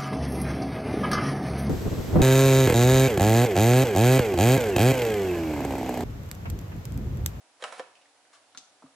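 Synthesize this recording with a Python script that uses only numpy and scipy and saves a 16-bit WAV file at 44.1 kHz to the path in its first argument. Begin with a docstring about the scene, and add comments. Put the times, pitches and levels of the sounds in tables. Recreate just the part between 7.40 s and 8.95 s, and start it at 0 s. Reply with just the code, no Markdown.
"""A hollow object set down on a table

A small hollow object, probably plastic, clatters, slides and lands with a knock: each contact clicks
and sets its walls, its rim and the air inside ringing. Light ticks and a brief brush follow, then one
sharp snap and a soft bump that rings the table board. A small room echoes all of this,
and steady hiss and a faint fan lie underneath."""
import sys
import numpy as np
from scipy import signal
from scipy.fft import rfft, irfft, next_fast_len
from scipy.io import wavfile

SR = 44100
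rng = np.random.default_rng(int(sys.argv[2]) if len(sys.argv) > 2 else 0)


def log_audio(samples):
    """Write samples as a 16-bit WAV file to the path given in sys.argv[1]."""
    # one column per channel
    frames = np.atleast_2d(samples).T
    # limit to full scale, then quantise
    limited = np.clip(frames, -1, 1)
    pcm = np.round(limited * 32767).astype(np.int16)
    wavfile.write(sys.argv[1], SR, pcm)


N = 68355

# A "colour" says how strong low and high pitches are. A "t60" is the time taken to fade by 60 dB.
# colour of the hiss: f/Hz, level/dB
HISS_COLOUR = [(40, -46), (70, -44), (90, -25.5), (130, -21), (180, -19.5), (290, -7.5), (400, -10),
               (600, -3.5), (740, -3), (1050, -8), (1400, -8), (2000, -10.5), (5000, -12.5), (11000, -17)]
# tones of the fan: f/Hz, level/dB
FAN_TONES = [(105, -93), (285, -86), (680, -85.5), (748, -77.5), (840, -84.5), (959, -79.5)]
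# how alike left and right are in sound that comes from all around: f/Hz, likeness (1 = the same)
STEREO_LIKENESS = [(100, 0.75), (450, 0.82), (1000, 0.63), (2500, 0.28), (4500, 0.028), (8000, 0.27),
                   (11000, .15)]
# how long the room echoes: f/Hz, t60/s
ROOM_T60 = [(100, 0.85), (500, 0.52), (2000, 0.55), (6000, 0.49), (11000, 0.48)]
# colour of the brush: f/Hz, level/dB
BRUSH_COLOUR = [(200, -41), (700, -6), (1400, 3), (2500, -5), (6000, -5), (10500, -14)]
# light touches: t/s, level/dB, f/Hz
TICKS = [(0.5546, -45.5, 2600), (0.5727, -52, 2700), (0.6149, -49.5, 2700), (.657, -51.5, 1870),
         (0.8521, -54, 1700), (1.1241, -53.5, 3000), (1.1484, -44, 3940), (1.1496, -43.5, 1305)]
# soft contacts with the table: t/s, board level/dB, tap level/dB
BUMPS = [(1.149, -60, -64), (1.175, -59.5, -69), (1.4234, -58, -45), (1.4394, -43.5, -66),
         (1.461, -68, -49), (1.521, -64, -64)]
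# tones of the table board: f/Hz, level/dB, t60/s
BOARD_TONES = [(96.6, -21, 0.26), (147, -13.5, 0.113), (269.5, -2.5, 0.14), (615, -14, 0.084)]
# colour of a soft tap: f/Hz, level/dB
TAP_COLOUR = [(80, -28), (300, -8), (500, -2), (620, 7.5), (800, -0.5), (1250, 1), (2000, -19), (5000, -22),
              (10000, -32)]
# colour of the snap: f/Hz, level/dB
SNAP_COLOUR = [(60, -24), (160, -14), (280, -11), (500, -18), (1500, -11), (2600, -5), (4000, 0),
               (5600, 2.5), (7300, -0.5), (9000, -8.5), (11000, -15.5)]
# the snap's echoes from nearby surfaces: delay/s, level/dB
SNAP_ECHOES = [(.0036, -10), (.0075, -16), (.011, -9)]
# how the slide swells and fades: t/s, level/dB
SLIDE_LEVELS = [(.195, -66), (.212, -53), (.235, -53), (.27, -49), (.305, -55), (.335, -51), (.36, -52),
                (.392, -48.5), (.42, -60), (.46, -71)]
# colour of the slide: f/Hz, level/dB
SLIDE_COLOUR = [(30, -60), (80, -46), (200, -20), (350, -11), (550, 3.5), (1200, 0.5), (2600, -6),
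                (4500, -11.5), (10500, -16)]
# the object's contacts: t/s, click level/dB, wall level/dB (halved in the mix), cavity level/dB,
# rim level/dB, f/Hz above which click and walls are dulled, rattle level/dB relative to the click
KNOCKS = [(.2238, -35, -44, -40.5, -41.5, 9000, 9), (.2257, -36, -31.5, -34, -45.5, 980, 7.5),
          (.2313, -39, -37.5, -40.5, -60, 700, -8), (.2384, -38, -52, -42, -56, 11000, 13),
          (.2402, -18.5, -25.5, -39, -44, 4950, -0.5), (.2632, -39, -43, -45.5, -59, 6000, 2),
          (.3238, -34.5, -45, -41.5, -57, 12000, 10), (.3250, -35, -41.5, -39.5, -55, 9000, 11),
          (0.3958, -25.5, -28, -29.5, -49, 1350, -1.5), (.4000, -40, -37, -26, -58, 990, 5)]
# colour of a contact's click: f/Hz, level/dB
CLICK_COLOUR = [(30, -21), (80, -33), (200, -25), (350, -14.5), (550, -2.5), (1200, 5.5), (3000, -3.5),
                (5000, -4.5), (10500, -8)]
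# tones of the object's walls before it lands: f/Hz, level/dB, t60/s
WALL_TONES = [(612, -8.5, .06), (716.3, -2, 0.065), (817, -10, 0.064), (934, -12, 0.052),
              (1024.6, -3, 0.08), (1210, -12, 0.084), (1302, -9.5, 0.085), (1386, -6, 0.054),
              (1760, -6.5, 0.051), (1963, -8, 0.047), (2300, -14, 0.082), (2420, -12.5, .06),
              (2950, -14, 0.045)]
# tones of its hard rim: f/Hz, level/dB, t60/s
RIM_TONES = [(3126, -1.5, 0.021), (3355, 0, .02), (3910, -2, 0.023), (6720, -5.5, 0.027)]
# tones of its cavity, the air inside: f/Hz, level/dB, t60/s
CAVITY_TONES = [(519.5, -3.5, 0.071), (276, -22, 0.052)]

OBJECT_PAN_DB = -2.5  # left minus right
RING_SAMPLES = 8192  # length of one contact's sound


def amp(db):
    """Turn decibels into a gain to multiply by."""
    return 10 ** (np.asarray(db) / 20)


def unit(x):
    """Scale a sound to an average (rms) size of 1."""
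    return x / np.sqrt(np.mean(x ** 2) + 1e-20)


def along(points, hz):
    """Read between the rows of a (frequency, value) table, on a log frequency scale."""
    freqs, values = np.transpose(points)
    return np.interp(np.log(hz + 1), np.log(freqs + 1), values)


def gains(colour):
    """Turn a colour table into a function that gives the gain at any frequency."""
    return lambda hz: amp(along(colour, hz))


def filtered(x, response):
    """Multiply each frequency in a sound by response(hz)."""
    size = next_fast_len(x.shape[-1] + 8192)
    hz = np.fft.rfftfreq(size, 1 / SR)
    return irfft(rfft(x, size) * response(hz), size)[..., :x.shape[-1]]


def low_cut(x, hz):
    """Weaken the bass below hz."""
    return signal.sosfilt(signal.butter(2, hz, 'high', fs=SR, output='sos'), x)


def add(track, start_s, sound):
    """Mix a sound into the track at start_s."""
    part = track[..., round(start_s * SR):][..., :sound.shape[-1]]
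    part += sound[..., :part.shape[-1]]


def pan(db):
    """Left and right gains, with the left db decibels above the right."""
    return amp(np.array([[db], [-db]]) / 2)


def left_first(pair, lead_s):
    """Make the left side arrive lead_s seconds before the right."""
    return filtered(pair, lambda hz: np.exp(1j * np.pi * hz * lead_s * np.array([[1], [-1]])))


def spread(pair):
    """Blend two unrelated noises so that they seem to come from all around."""
    angle = lambda hz: np.arccos(np.clip(along(STEREO_LIKENESS, hz), -1, 1)) / 2
    mid, side = filtered(pair, lambda hz: np.array([np.cos(angle(hz)), np.sin(angle(hz))]))
    return np.array([mid + side, mid - side])


def click(response, rattle_db, t60):
    """A pulse that peaks at 1 and its short noisy rattle, both coloured by response(hz)."""
    t = np.arange(RING_SAMPLES) / SR
    hz = np.fft.rfftfreq(RING_SAMPLES, 1 / SR)
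    # build the pulse so that nothing sounds before the hit (minimum phase)
    cepstrum = irfft(np.log(np.maximum(response(hz), 1e-6)))
    cepstrum[1:RING_SAMPLES // 2] *= 2
    cepstrum[RING_SAMPLES // 2 + 1:] = 0
    pulse = irfft(np.exp(rfft(cepstrum)))
    noise = rng.standard_normal(RING_SAMPLES) * amp(-60 * t / t60)
    rattle = signal.fftconvolve(pulse, noise / np.linalg.norm(noise))[:RING_SAMPLES]
    return (pulse + amp(rattle_db) * rattle) / np.abs(pulse).max()


def ring(tones, scatter_db, response=lambda hz: 1):
    """A struck body's fading tones, alternating in sign, their levels a little different each hit."""
    t = np.arange(RING_SAMPLES) / SR
    out = np.zeros(RING_SAMPLES)
    for k, (hz, db, t60) in enumerate(tones):
        fade = amp(db + scatter_db * rng.standard_normal() - 60 * t / t60)
        out += (-1) ** k * response(hz) * fade * np.sin(2 * np.pi * hz * t)
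    return out


def friction(colour, slips_per_s=6000):
    """Rubbing surfaces make a stream of tiny slips of random size."""
    slips = rng.standard_normal(N) * (rng.random(N) < slips_per_s / SR)
    return unit(filtered(slips, gains(colour)))


def in_room(x, echo_db, early_db=-4, early_t60=0.074, tail_db=-7.5, build_s=0.0059):
    """The direct sound, early echoes off the table and the room's fading tail, in stereo."""
    hz, frame_s, spectrum = signal.stft(rng.standard_normal((2, SR // 2)), SR, nperseg=256)
    fade = amp(-60 * frame_s / along(ROOM_T60, hz)[:, None])
    tail = signal.istft(spectrum * fade, SR, nperseg=256)[1]
    t = np.arange(tail.shape[1]) / SR
    tail *= 1 - np.exp(-t / build_s)
    tail *= amp(tail_db) / np.linalg.norm(tail[0])
    early = rng.standard_normal(tail.shape) * amp(-60 * t / early_t60) * (t > .002)
    early *= amp(early_db) / np.linalg.norm(early[0])
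    room = amp(echo_db) * spread(tail + early)
    room[:, 0] += 1  # the direct sound
    return signal.fftconvolve(x[None], room, axes=1)


def hiss():
    """Steady soft noise from all around."""
    noise = filtered(rng.standard_normal((2, N)), gains(HISS_COLOUR))
    return amp(-62) * unit(spread(noise))


def fan(width_hz=5.5):
    """A faint fan hums in fuzzy tones, each a narrow band of noise."""
    out = np.zeros(N)
    for pitch_hz, db in FAN_TONES:
        band = lambda hz: 1 / (1 + ((hz - pitch_hz) / width_hz) ** 2)
        out += amp(db) * unit(filtered(rng.standard_normal(N), band))
    return out


def brush(start_s=.925, level_db=-56, rise_s=0.012, t60=0.18):
    """Something brushes by: rubbing that swells quickly and fades."""
    age = np.arange(N) / SR - start_s
    rise = np.clip(age / rise_s, 0, 1)
    fade = amp(level_db - 60 * np.maximum(age - rise_s, 0) / t60)
    return in_room(rise * fade * friction(BRUSH_COLOUR), echo_db=4.5)[:, :N]


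def ticks(width_share=0.23):
    """Light touches, each ringing briefly in one broad band around its pitch."""
    out = np.zeros((2, N))
    for start_s, db, pitch_hz in TICKS:
        band = lambda hz: hz / np.hypot(pitch_hz ** 2 - hz ** 2, hz * pitch_hz * width_share)
        tick = amp(db) * click(band, rattle_db=-3.5, t60=0.024)
        add(out, start_s, in_room(tick, echo_db=4))
    return out


def bumps():
    """Soft contacts make a dull tap and set the table board ringing."""
    out = np.zeros((2, N))
    for start_s, board_db, tap_db in BUMPS:
        tap = amp(tap_db) * click(gains(TAP_COLOUR), rattle_db=3, t60=0.085)
        board = amp(board_db) * low_cut(ring(BOARD_TONES, scatter_db=2), hz=110)
        add(out, start_s, in_room(tap, echo_db=-2.5))
        add(out, start_s, in_room(board, echo_db=-12))
    return out


def snap(start_s=1.1742, level_db=-22.5):
    """One bright snap, a little to the left, travels through the plastic and echoes off surfaces."""
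    out = np.zeros((2, N))
    crack = amp(level_db) * click(gains(SNAP_COLOUR), rattle_db=-6, t60=.03)
    travel_s = 0.000504  # at 5000 Hz; the plastic bends in waves, and lower ones arrive later
    crack = filtered(crack, lambda hz: np.exp(-4j * np.pi * travel_s * np.sqrt(5000 * hz)))
    add(out, start_s, in_room(crack, echo_db=1))
    for delay_s, db in SNAP_ECHOES:
        add(out, start_s + delay_s, in_room(amp(db) * crack, echo_db=0.5))
    return left_first(out, lead_s=.00005) * pan(db=1)


def slide():
    """The object rubs along the table between its knocks."""
    t = np.arange(N) / SR
    level_db = np.interp(t, *np.transpose(SLIDE_LEVELS), left=-120, right=-120)
    rubbing = amp(level_db) * friction(SLIDE_COLOUR)
    return in_room(rubbing, echo_db=2.5)[:, :N] * pan(OBJECT_PAN_DB)


def knocks(landing_s=.39, low_hz=287):
    """Each contact clicks and rings the object's walls, rim and cavity; some are bright, others dull."""
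    out = np.zeros((2, N))
    for start_s, click_db, wall_db, cavity_db, rim_db, bright_hz, rattle_db in KNOCKS:
        dulling = lambda hz: 1 / np.hypot(1, hz / bright_hz)
        response = lambda hz: gains(CLICK_COLOUR)(hz) * dulling(hz)
        crack = amp(click_db) * click(response, rattle_db, t60=0.021)
        damping = 1.46 if start_s > landing_s else 1  # once it has landed, the walls fade faster
        wall_tones = [(hz, db, t60 / damping) for hz, db, t60 in WALL_TONES]
        walls = amp(wall_db) * ring(wall_tones, scatter_db=2, response=dulling)
        rim = amp(rim_db) * ring(RIM_TONES, scatter_db=3.5)
        shell = low_cut(walls / 2 + rim, low_hz)
        cavity = amp(cavity_db) * low_cut(ring(CAVITY_TONES, scatter_db=1), low_hz)
        add(out, start_s, in_room(crack + shell, echo_db=-0.5) * pan(OBJECT_PAN_DB))
        add(out, start_s, in_room(cavity, echo_db=-7.5))
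    return out


def scene():
    """The sounds on the table, over the hiss and the fan."""
    events = knocks() + slide() + brush() + ticks() + snap() + bumps()
    background = (hiss() + fan()) * pan(db=-1.4)
    return events + background


def record(dry, top_hz=11060):
    """Cut away the treble above top_hz, by 1 dB for every 12 Hz and by 100 dB at most."""
    return filtered(dry, lambda hz: amp(-np.clip((hz - top_hz) / 12, 0, 100)))


dry = scene()
out = record(dry)
log_audio(out)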